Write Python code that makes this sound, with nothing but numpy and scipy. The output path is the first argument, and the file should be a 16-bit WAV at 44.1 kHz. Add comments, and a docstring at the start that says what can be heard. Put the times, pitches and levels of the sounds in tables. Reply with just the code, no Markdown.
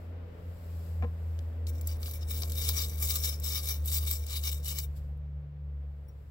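"""A distant engine drones first, sinking overall in pitch amid outdoor rush, rumble and faint cloth hiss: harmonics and noise.
A plastic-handled wire brush knocks on a plywood bench, then scrubs a pressed-steel muffler plate held in pliers.
Strokes swell and die with the hand: random wire flicks, bunched by stick-slip, drive the plate's resonances.
Tufts snap off the rim and shifting hands tick: short noise bursts excite modes. Two light rim touches come last."""
import sys
import numpy as np
from scipy import signal
from scipy.fft import rfft, irfft, next_fast_len
from scipy.io import wavfile
from scipy.ndimage import uniform_filter1d

SR = 44100
rng = np.random.default_rng(int(sys.argv[2]) if len(sys.argv) > 2 else 0)


def store_wav(level_fs):
    """Save 16-bit WAV to argv[1]."""
    pcm = np.round(np.clip(np.atleast_2d(level_fs), -1, 1) * 32767)
    wavfile.write(sys.argv[1], SR, pcm.T.astype(np.int16))


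N = 278182
T = np.arange(N) / SR
SIZE = next_fast_len(N + SR // 4, True)  # leaves room for filter tails
FREQS = np.arange(SIZE // 2 + 1) * SR / SIZE
TOP_HZ = 15850  # upper edge of the recorded band


def undb(db):
    """Decibel law: amplitude gain grows tenfold every 20 dB."""
    return 10 ** (np.asarray(db) / 20)


def unit(x):
    """Normalization to a root-mean-square of 1."""
    return x / np.sqrt(np.mean(x ** 2))


def curves(rows):
    """Linear interpolation of each table column through time."""
    s, *columns = np.transpose(rows)
    return [np.interp(T, s, c) for c in columns]


def shape(points):
    """Spectral envelope: gain from f/Hz and level/dB points, interpolated over log frequency."""
    hz, db = np.transpose(points)
    return undb(np.interp(np.log(FREQS + 1), np.log(hz), db))


def below(hz):
    """Butterworth magnitude of order 8: a steep low-pass."""
    return 1 / np.sqrt(1 + (FREQS / hz) ** 16)


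def above(hz):
    """Power complement of the low-pass: the two bands together conserve energy."""
    return np.sqrt(1 - below(hz) ** 2)


def modes(rows):
    """Modal superposition: resonance powers add, each peaked at f/Hz with width/Hz and level/dB."""
    power = 0
    for hz, width, db in rows:
        detuning = (FREQS ** 2 - hz ** 2) / (width * FREQS + 1)
        power = power + undb(2 * db) / (1 + detuning ** 2)
    return np.sqrt(power)


def causal(gain):
    """Minimum phase: the cepstrum is folded forward so a body rings only after it is struck."""
    cepstrum = irfft(np.log(gain + 1e-6), SIZE)
    cepstrum[1:SIZE // 2] *= 2
    cepstrum[SIZE // 2 + 1:] = 0
    return np.exp(rfft(cepstrum))


def through(x, response):
    """Linear filtering: the spectrum is multiplied by a frequency response."""
    return irfft(rfft(x, SIZE) * response, SIZE)[..., :N]


def walk(rate):
    """Smoothed random fluctuation of unit rms, built from steps at the given rate in Hz."""
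    hold = max(int(SR / rate), 2)
    steps = np.repeat(rng.standard_normal(N // hold + 1), hold)
    return unit(uniform_filter1d(steps, hold)[:N])


def wide_noise(gain, alike_hz):
    """Diffuse noise: stereo coherence is high in the bass and falls with frequency."""
    mid, side = rng.standard_normal((2, N))
    side = through(side, FREQS / np.hypot(FREQS, alike_hz))
    return unit(through(np.array([mid + side, mid - side]), gain))


def swells(rows, swell_shape=1.61):
    """Motion envelope: each movement builds to its fastest moment and dies away."""
    out = np.zeros((len(rows), N))
    # a shape of 1 is pointed, 2 is bell-shaped
    for gain, (s, rise_s, fall_s, db, *_) in zip(out, rows):
        near = (T > s - 4 * rise_s) & (T < s + 4 * fall_s)
        age = T[near] - s
        width_s = np.where(age < 0, rise_s, fall_s)
        gain[near] = undb(db) * np.exp(-np.abs(age / width_s) ** swell_shape)
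    return out


def burst(s, decay_s):
    """Exponentially decaying random-sign noise: a crunch, independent at each port."""
    age = np.maximum(T - s, 0)
    live = (T >= s) & (age < 10 * decay_s)
    signs = rng.choice([-1, 1], (2, live.sum()))
    out = np.zeros((2, N))
    out[:, live] = np.exp(-age[live] / decay_s) * signs
    return out


def blows(times, levels_db, ring, decay_s, gain_db):
    """Impact excitation: short contact forces set a resonant body ringing."""
    force = sum(undb(db) * burst(s, decay_s) for s, db in zip(times, levels_db))
    return undb(gain_db) * through(force, causal(unit(ring)))


def pops(per_s, spread_db):
    """Poisson-like impulses: most small, a few large."""
    chance, size = rng.random((2, N))
    return (chance < per_s / SR) * undb(spread_db * np.minimum(-np.log(1 - size), 3.5))


# distant engine's pitch before its waver: (t/s, firing rate f/Hz)
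FIRING_RATE = [(0, 85.7), (.5, 84.26), (1.5, 81.6), (2, 78.7), (2.5, 78.17), (3.5, 73.95), (4, 74.6),
               (5.5, 71.8), (6.31, 70.9)]
# engine's fundamental before throb: (t/s, level/dB)
FUNDAMENTAL = [(0.0, -43.5), (0.14, -40), (0.4, -50.5), (0.49, -35), (0.58, -45), (0.77, -37),
               (0.88, -39.5), (1.02, -29.5), (1.11, -35), (1.95, -32), (2.12, -38.5), (2.18, -34),
               (2.7, -32.5), (2.93, -37.5), (3.02, -32), (3.76, -35.5), (3.81, -32.5), (4.23, -33.5),
               (4.27, -39), (4.37, -34.5), (5.37, -37.5), (5.46, -44.5), (5.75, -36), (6.31, -50)]
# engine's overtones, relative: (t/s, second harmonic level/dB, third harmonic level/dB)
OVERTONE_LEVELS = [(0, -59, -59.5), (1.05, -51, -61.5), (1.37, -56, -64.5), (1.61, -79, -55),
                   (2.2, -59, -60), (2.39, -52.5, -56), (3.14, -52.5, -62), (4, -51, -68),
                   (4.18, -59.5, -70), (4.58, -49, -68), (5.5, -44, -71.5), (6.31, -57.5, -71.5)]


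def engine(second_db=-1, third_db=-3, upper_db=-10, waver=.006, flutter_db=2, throb_db=1.1, throb_rate=15):
    """Harmonic synthesis: phase is the integral of firing rate, and the harmonics swell and fade."""
    hz, = curves(FIRING_RATE)
    phase = 2 * np.pi * np.cumsum(hz * (1 + waver * walk(12))) / SR
    second, third = curves(OVERTONE_LEVELS)
    first = curves(FUNDAMENTAL)[0] + throb_db * walk(throb_rate)
    tone = undb(first) * np.sin(phase)
    tone += undb(second + second_db) * np.sin(2 * phase)
    for k in range(3, 8):
        level_db = third + (third_db if k == 3 else upper_db) + flutter_db * walk(14)
        tone += undb(level_db) * np.sin(k * phase + .5 * walk(10))
    return np.sqrt(2) * tone * undb([[.3], [-.3]])  # left, right


# outdoor rush, relative: (t/s, level/dB)
RUSH_LEVEL = [(0, -53), (1, -54), (2.9, -53), (3.7, -54.5), (4.9, -58), (5.2, -61.5), (6.31, -61.5)]
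# spectrum of the open-air rush: (f/Hz, level/dB)
RUSH_COLOUR = [(160, -3.5), (280, -1.5), (360, -7), (480, 1), (650, -6), (900, -12.5), (2100, -20),
               (3600, -29.5), (6000, -41), (8000, -55), (10300, -54.5), (16000, -63)]
# spectrum of the outdoor rumble: (f/Hz, level/dB)
RUMBLE_COLOUR = [(20, -5), (35, -2), (48, 11), (70, 11.5), (105, 8), (135, 1), (200, -11), (300, -24),
                 (450, -53)]
# outdoor rumble, relative: (t/s, level/dB)
RUMBLE_COURSE = [(0, -58.5), (.5, -55.5), (1.5, -52), (2.2, -50), (3, -50.5), (4, -54), (5, -50),
                 (5.6, -61), (6.31, -53.5)]


def outdoors(rush_db=-0.5, rumble_db=3):
    """Diffuse-field noise: rush and rumble are spectrally shaped and follow slow level curves."""
    rush_level = curves(RUSH_LEVEL)[0] + rush_db + .5 * walk(22)
    rush = wide_noise(shape(RUSH_COLOUR) * below(9000), 440) * undb(rush_level)
    rumble = wide_noise(shape(RUMBLE_COLOUR), 540) * undb(curves(RUMBLE_COURSE)[0] + rumble_db)
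    left_over_right = shape([(100, 1.08), (1300, 0.37), (4400, 6.9)])
    return through(rush + rumble, left_over_right ** np.array([[.5], [-.5]]))


# sleeves sliding as the arms move: (fastest moment t/s, speeding up t/s, slowing down t/s, level/dB)
ARM_MOVES = [(0, .1, 0.12, -68.5), (.86, 0.41, 0.17, -60), (1.3, .3, 0.42, -66.5),
             (4.97, 0.011, 0.023, -56.5), (4.98, 0.22, .12, -68.5), (6.3, 0.47, 0.17, -76)]
# spectrum of the cloth hiss: (f/Hz, level/dB)
CLOTH_COLOUR = [(2000, -7.5), (3500, -5.5), (5000, -2.5), (6500, -11), (7400, -1.5), (9200, -9),
                (10600, -11), (11700, 0.5), (13000, -3), (15300, -2.5)]


def sleeve(still_db=-87, left_db=1):
    """Friction noise: soft cloth hiss grows with arm movement over a constant floor."""
    sliding = np.sqrt(np.sum(swells(ARM_MOVES) ** 2, axis=0) + undb(2 * still_db))
    return wide_noise(shape(CLOTH_COLOUR), 2000) * sliding * undb([[left_db], [-left_db]])


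# knocks of the plastic brush, relative: (t/s, handle ring level/dB, bench thud level/dB)
BRUSH_KNOCKS = [(1.0238, -39.5, -43), (1.03, -48, -29.5), (1.036, -42.5, -36), (1.042, -45, -35),
                (1.046, -44.5, -31), (2.08, -48.5, -83), (2.434, -47.5, -70), (2.693, -41.5, -60)]
# resonances of the brush handle: (f/Hz, width f/Hz, level/dB)
HANDLE_MODES = [(725, 80, 2), (1038, 24, 8), (1290, 89, -1), (1720, 160, -4), (2430, 400, -9.5)]
# resonances of the plywood bench: (f/Hz, width f/Hz, level/dB)
BENCH_MODES = [(205, 21, 4), (253.6, 22, -7), (477, 33, -1)]


def knocks():
    """Impact and modal response: the plastic handle rings as it knocks and the plywood thuds."""
    times, handle_db, bench_db = np.transpose(BRUSH_KNOCKS)
    handle_ring = modes(HANDLE_MODES) / np.hypot(1, FREQS / 2500)
    bench_ring = modes(BENCH_MODES) * below(1500)
    handle = blows(times, handle_db, handle_ring, decay_s=0.0035, gain_db=4.5)
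    return handle + blows(times, bench_db, bench_ring, decay_s=.004, gain_db=-2)


# dry ticks as brush and pliers shift in the hands, relative: (t/s, level/dB, centre f/Hz)
HAND_TICKS = [(1.39, -38, 3700), (5.174, -58, 13000), (5.415, -73, 11030)]


def ticks(decay_s=.0025, width_hz=3000, tick_db=-8):
    """Heavily damped resonance: each short crunch excites one broad mode."""
    return sum(blows([s], [db], modes([(hz, width_hz, 0)]), decay_s, tick_db) for s, db, hz in HAND_TICKS)


# brush strokes, levels before unevenness:
# (fastest moment t/s, speeding up t/s, slowing down t/s, scrub level/dB, low-ring share level/dB)
BRUSH_STROKES = [(1.69, 0.032, 0.015, -47, -6), (1.903, 0.03, 0.039, -44.5, -3),
                 (2.061, 0.051, 0.077, -45, -5.5), (2.15, 0.026, 0.031, -43.5, -8),
                 (2.225, 0.019, .015, -49.5, -1.5), (2.308, 0.03, .14, -40.5, -6.5),
                 (2.422, 0.0088, 0.011, -39.5, 1), (2.57, 0.057, 0.35, -39.5, -7.5),
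                 (2.689, 0.11, .025, -34.5, -3), (2.793, 0.056, 0.06, -35, -3),
                 (3.03, 0.043, 0.089, -37, -7.5), (3.108, 0.074, 0.15, -35.5, -6),
                 (3.245, 0.027, 0.068, -32.5, -6), (3.465, 0.028, 0.14, -35.5, -7),
                 (3.575, 0.098, 0.039, -37.5, -1), (3.704, 0.057, 0.051, -33.5, -4.5),
                 (3.868, 0.0067, .03, -42.5, -7.5), (3.952, 0.067, 0.054, -32.5, -7.5),
                 (4.098, .06, 0.067, -34.5, -6.5), (4.351, 0.075, .04, -36, -4),
                 (4.475, .032, 0.023, -30.5, -4.5), (4.517, 0.01, 0.048, -40.5, -6.5),
                 (4.7, 0.043, 0.039, -34, -5), (4.789, .05, 0.029, -38.5, -3.5),
                 (4.841, .04, .014, -43, -12)]


def hand(uneven_db=1.3, uneven_rate=40, resting_db=-60):
    """Power addition: overlapping strokes give an uneven scrub level and a weighted low-ring share, in dB."""
    # the resting level lets the wires creep between strokes
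    power = swells(BRUSH_STROKES) ** 2 + undb(2 * resting_db) / len(BRUSH_STROKES)
    total = power.sum(axis=0)
    ring_db = np.array(BRUSH_STROKES)[:, 4] @ power / total
    return 10 * np.log10(total) + uneven_db * walk(uneven_rate), ring_db


def bristles(level_db, flicks_per_s=9000, spread_db=1.5, slips_per_s=520, slip_spread_db=0.4,
             slip_s=0.0048, drag=0.79):
    """Stick-slip friction: slipping tufts bunch random wire flicks into crunches, fewer in slow strokes."""
    speed = undb(np.minimum(level_db + 35.5, 0) * 0.29)
    decay = np.exp(-1 / (slip_s * SR))
    slips = signal.lfilter([1], [1, -decay], pops(slips_per_s * speed, slip_spread_db))
    grip = drag + unit(slips / np.sqrt(speed))
    # every wire points its own way, so the two ports hear it with unrelated signs
    signs = rng.choice([-1, 1], (2, N))
    return unit(pops(flicks_per_s, spread_db) * grip * signs)


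def pings(per_s=24, spread_db=-9.0, width_hz=420, count=16):
    """Resonance of plucked wires: each length twangs at its own pitch; per_s counts plucks per wire."""
    twangs = 0
    for hz in np.linspace(3800, 15400, count):
        twangs = twangs + signal.lfilter(*signal.iirpeak(hz, hz / width_hz, SR), pops(per_s, spread_db))
    return unit(twangs)


def wander(x, level_db, depth_db=3, rate=35, dulling=0.15, firm_db=-36, count=10):
    """Time-varying filtering: bending, crossing wires shift the colour; light strokes have less top end."""
    step_hz = TOP_HZ / count
    spectrum = rfft(x, SIZE)
    top_db = dulling * np.clip(level_db - firm_db, -20, 20)
    out = 0
    for k in range(count + 1):
        # overlapping triangular bands
        band = np.maximum(1 - np.abs(FREQS / step_hz - k), 0)
        gain_db = depth_db * np.tanh(walk(rate)) + top_db * (k / count) ** 2
        out = out + irfft(spectrum * band, SIZE)[:, :N] * undb(gain_db)
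    return out


# resonances of the steel plate: (f/Hz, width f/Hz, level/dB)
PLATE_MODES = [(1220, 80, -11.5), (2305, 60, -2), (2960, 65, -9), (3725, 60, 1), (4705, 55, 1),
               (5310, 120, 1), (5645, 100, 0), (7490, 380, -9), (7930, 45, -11), (9840, 60, -7),
               (11080, 95, -4), (11505, 80, -3), (12170, 110, -1), (13300, 190, -8), (14055, 90, 0),
               (14600, 120, -6), (15255, 90, 1), (15585, 110, 2)]
# strokes at the edge of the bowl wake the mode near 3 kHz: (t/s, its extra level/dB)
BOWL_EDGE = [(4.1, -0.5), (4.3, 7.5)]


def scrub(scratch, split_hz=6300, ping_db=-13, turns_db=3.0, turns_rate=16):
    """Forced modal vibration: flicking wires drive the plate, with a low-ring share set by each stroke."""
    level_db, ring_db = hand()
    # the wires meet the plate at once and leave it one by one
    landing = np.clip((T - 1.665) / .004, 0, 1)
    lifting = np.clip((4.895 - T) / 0.056, 0, 1)
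    stroke = undb(level_db) * landing * lifting
    force = bristles(level_db) * stroke
    ring = np.clip(undb(ring_db), .05, .95)
    halves = (ring, below(split_hz), False), (np.sqrt(1 - ring ** 2), above(split_hz), True)
    out = undb(ping_db) * pings() * stroke
    edge_db, = curves(BOWL_EDGE)
    for share, band, upper in halves:
        rows = [row for row in PLATE_MODES if (row[0] > split_hz) == upper]
        response_rms = np.sqrt(np.mean(modes(rows) ** 2 + (scratch * band) ** 2))
        drive = force * share / response_rms
        out = out + wander(through(drive, causal(scratch * band)), level_db)
        for hz, width, db in rows:
            # the point of contact moves over the plate, so the modes take turns to stand out
            reach_db = turns_db * walk(turns_rate) - 1.2
            reach_db += edge_db * np.exp(-((hz - 2960) / 300) ** 2)
            out += signal.lfilter(*signal.iirpeak(hz, hz / width, SR), drive * undb(db + reach_db))
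    return out


# spectrum of the wires' dry scratch, relative: (f/Hz, level/dB)
SCRATCH_COLOUR = [(250, -24), (440, -4.5), (800, -46.5), (1200, -7), (1700, -12), (2600, -6), (4000, 4.5),
                  (6500, 2), (7700, 11), (9000, -2), (10400, -8.5), (11700, 7), (13000, -5), (15700, 5.5)]


def dry_scratch():
    """Broadband contact response: the spectral envelope of wires scraping without plate ring."""
    return shape(SCRATCH_COLOUR) * below(14240)


# tufts snapping off the rim, relative: (t/s, low ring level/dB, middle level/dB, top level/dB)
TUFT_SNAPS = [(1.6687, -35.5, -39, -46), (1.8116, -43, -37.5, -32), (1.8724, -48, -25.5, -21),
              (2.0295, -28.5, -45, -32), (2.0584, -31, -52, -38), (2.1112, -38, -38, -26.5),
              (2.4207, -29.5, -46, -22), (2.4334, -25.5, -55, -43), (2.498, -35, -37, -30),
              (2.5195, -32, -32, -25), (2.6889, -17.5, -22, -13), (2.7824, -33, -23, -40),
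              (3.1053, -22, -42, -22), (3.149, -35.5, -37, -24), (3.158, -25, -48, -15),
              (3.2376, -21, -37, -30.5), (3.3989, -48.5, -35, -29), (3.4339, -44.5, -39, -34),
              (3.8579, -39, -46, -20.5), (4.1115, -25, -28, -12), (4.265, -41.5, -33, -30),
              (4.4375, -30.5, -34.5, -27), (4.6453, -38, -33.5, -28.5), (4.786, -25, -21.5, -19.5)]


def snaps(plate, decay_s=0.004, snap_db=-8.5):
    """Impulsive release: a tuft slips off the rim and wakes the plate's low, middle and top modes."""
    times, *levels_db = np.transpose(TUFT_SNAPS)
    bands = below(6000), above(6000) * below(11000), above(11000)
    return sum(blows(times, db, plate * band, decay_s, snap_db) for db, band in zip(levels_db, bands))


# light touches of the rim, relative: (t/s, level/dB)
RIM_TOUCHES = [(6.081, -49), (6.101, -62.5)]
# resonances of the rim, squared when played: (f/Hz, width f/Hz, level/dB)
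RIM_MODES = [(5590, 80, -1.5), (9810, 110, -8), (15600, 160, -4)]


def rim_touches():
    """Selective modal excitation: squaring the response leaves ring with little click."""
    return blows(*np.transpose(RIM_TOUCHES), modes(RIM_MODES) ** 2, decay_s=0.0065, gain_db=-8.5)


# left minus right for the close sounds: (f/Hz, level difference/dB)
PORT_BALANCE = [(1000, 4), (1900, 2), (2300, 11.5), (3300, 4), (4000, 4.5), (4850, 9.5), (6000, 7),
                (8000, 3.5), (8900, 28), (9900, 4), (11100, -4), (13100, 6.5), (14100, -4.5), (15600, 8)]


def ports(x, alike_hz=8000, lag_s=0.00019):
    """Interaural-type cues at two microphone ports: bass coherence, earlier left arrival, housing shading."""
    apart = FREQS / np.hypot(FREQS, alike_hz)
    mid = rfft(x[0] + x[1], SIZE)
    side = rfft(x[0] - x[1], SIZE) * apart
    pair = np.array([mid + side, mid - side]) / np.sqrt(2 + 2 * apart ** 2)
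    lag = np.exp(-2j * np.pi * FREQS * np.array([[0], [lag_s]]))
    shade = shape(PORT_BALANCE) ** np.array([[.5], [-.5]])
    shade = shade / np.sqrt(np.mean(shade ** 2, axis=0))
    return irfft(pair * lag * shade, SIZE)[:, :N]


def scene(scratch_db=-13, snap_scratch_db=-3):
    """Superposition: brush and plate close by, engine and open air behind."""
    background = engine() + outdoors() + sleeve()
    handling = knocks() + ticks()
    scratch = dry_scratch()
    metal = scrub(undb(scratch_db) * scratch)
    metal += snaps(np.hypot(modes(PLATE_MODES), undb(snap_scratch_db) * scratch))
    metal += rim_touches()
    return ports(metal + handling) + background


def record(dry):
    """Band limitation: the recorder's elliptic low-pass cuts the top steeply."""
    return signal.sosfilt(signal.ellip(12, .2, 70, TOP_HZ, fs=SR, output="sos"), dry)


dry = scene()
out = record(dry)
store_wav(out)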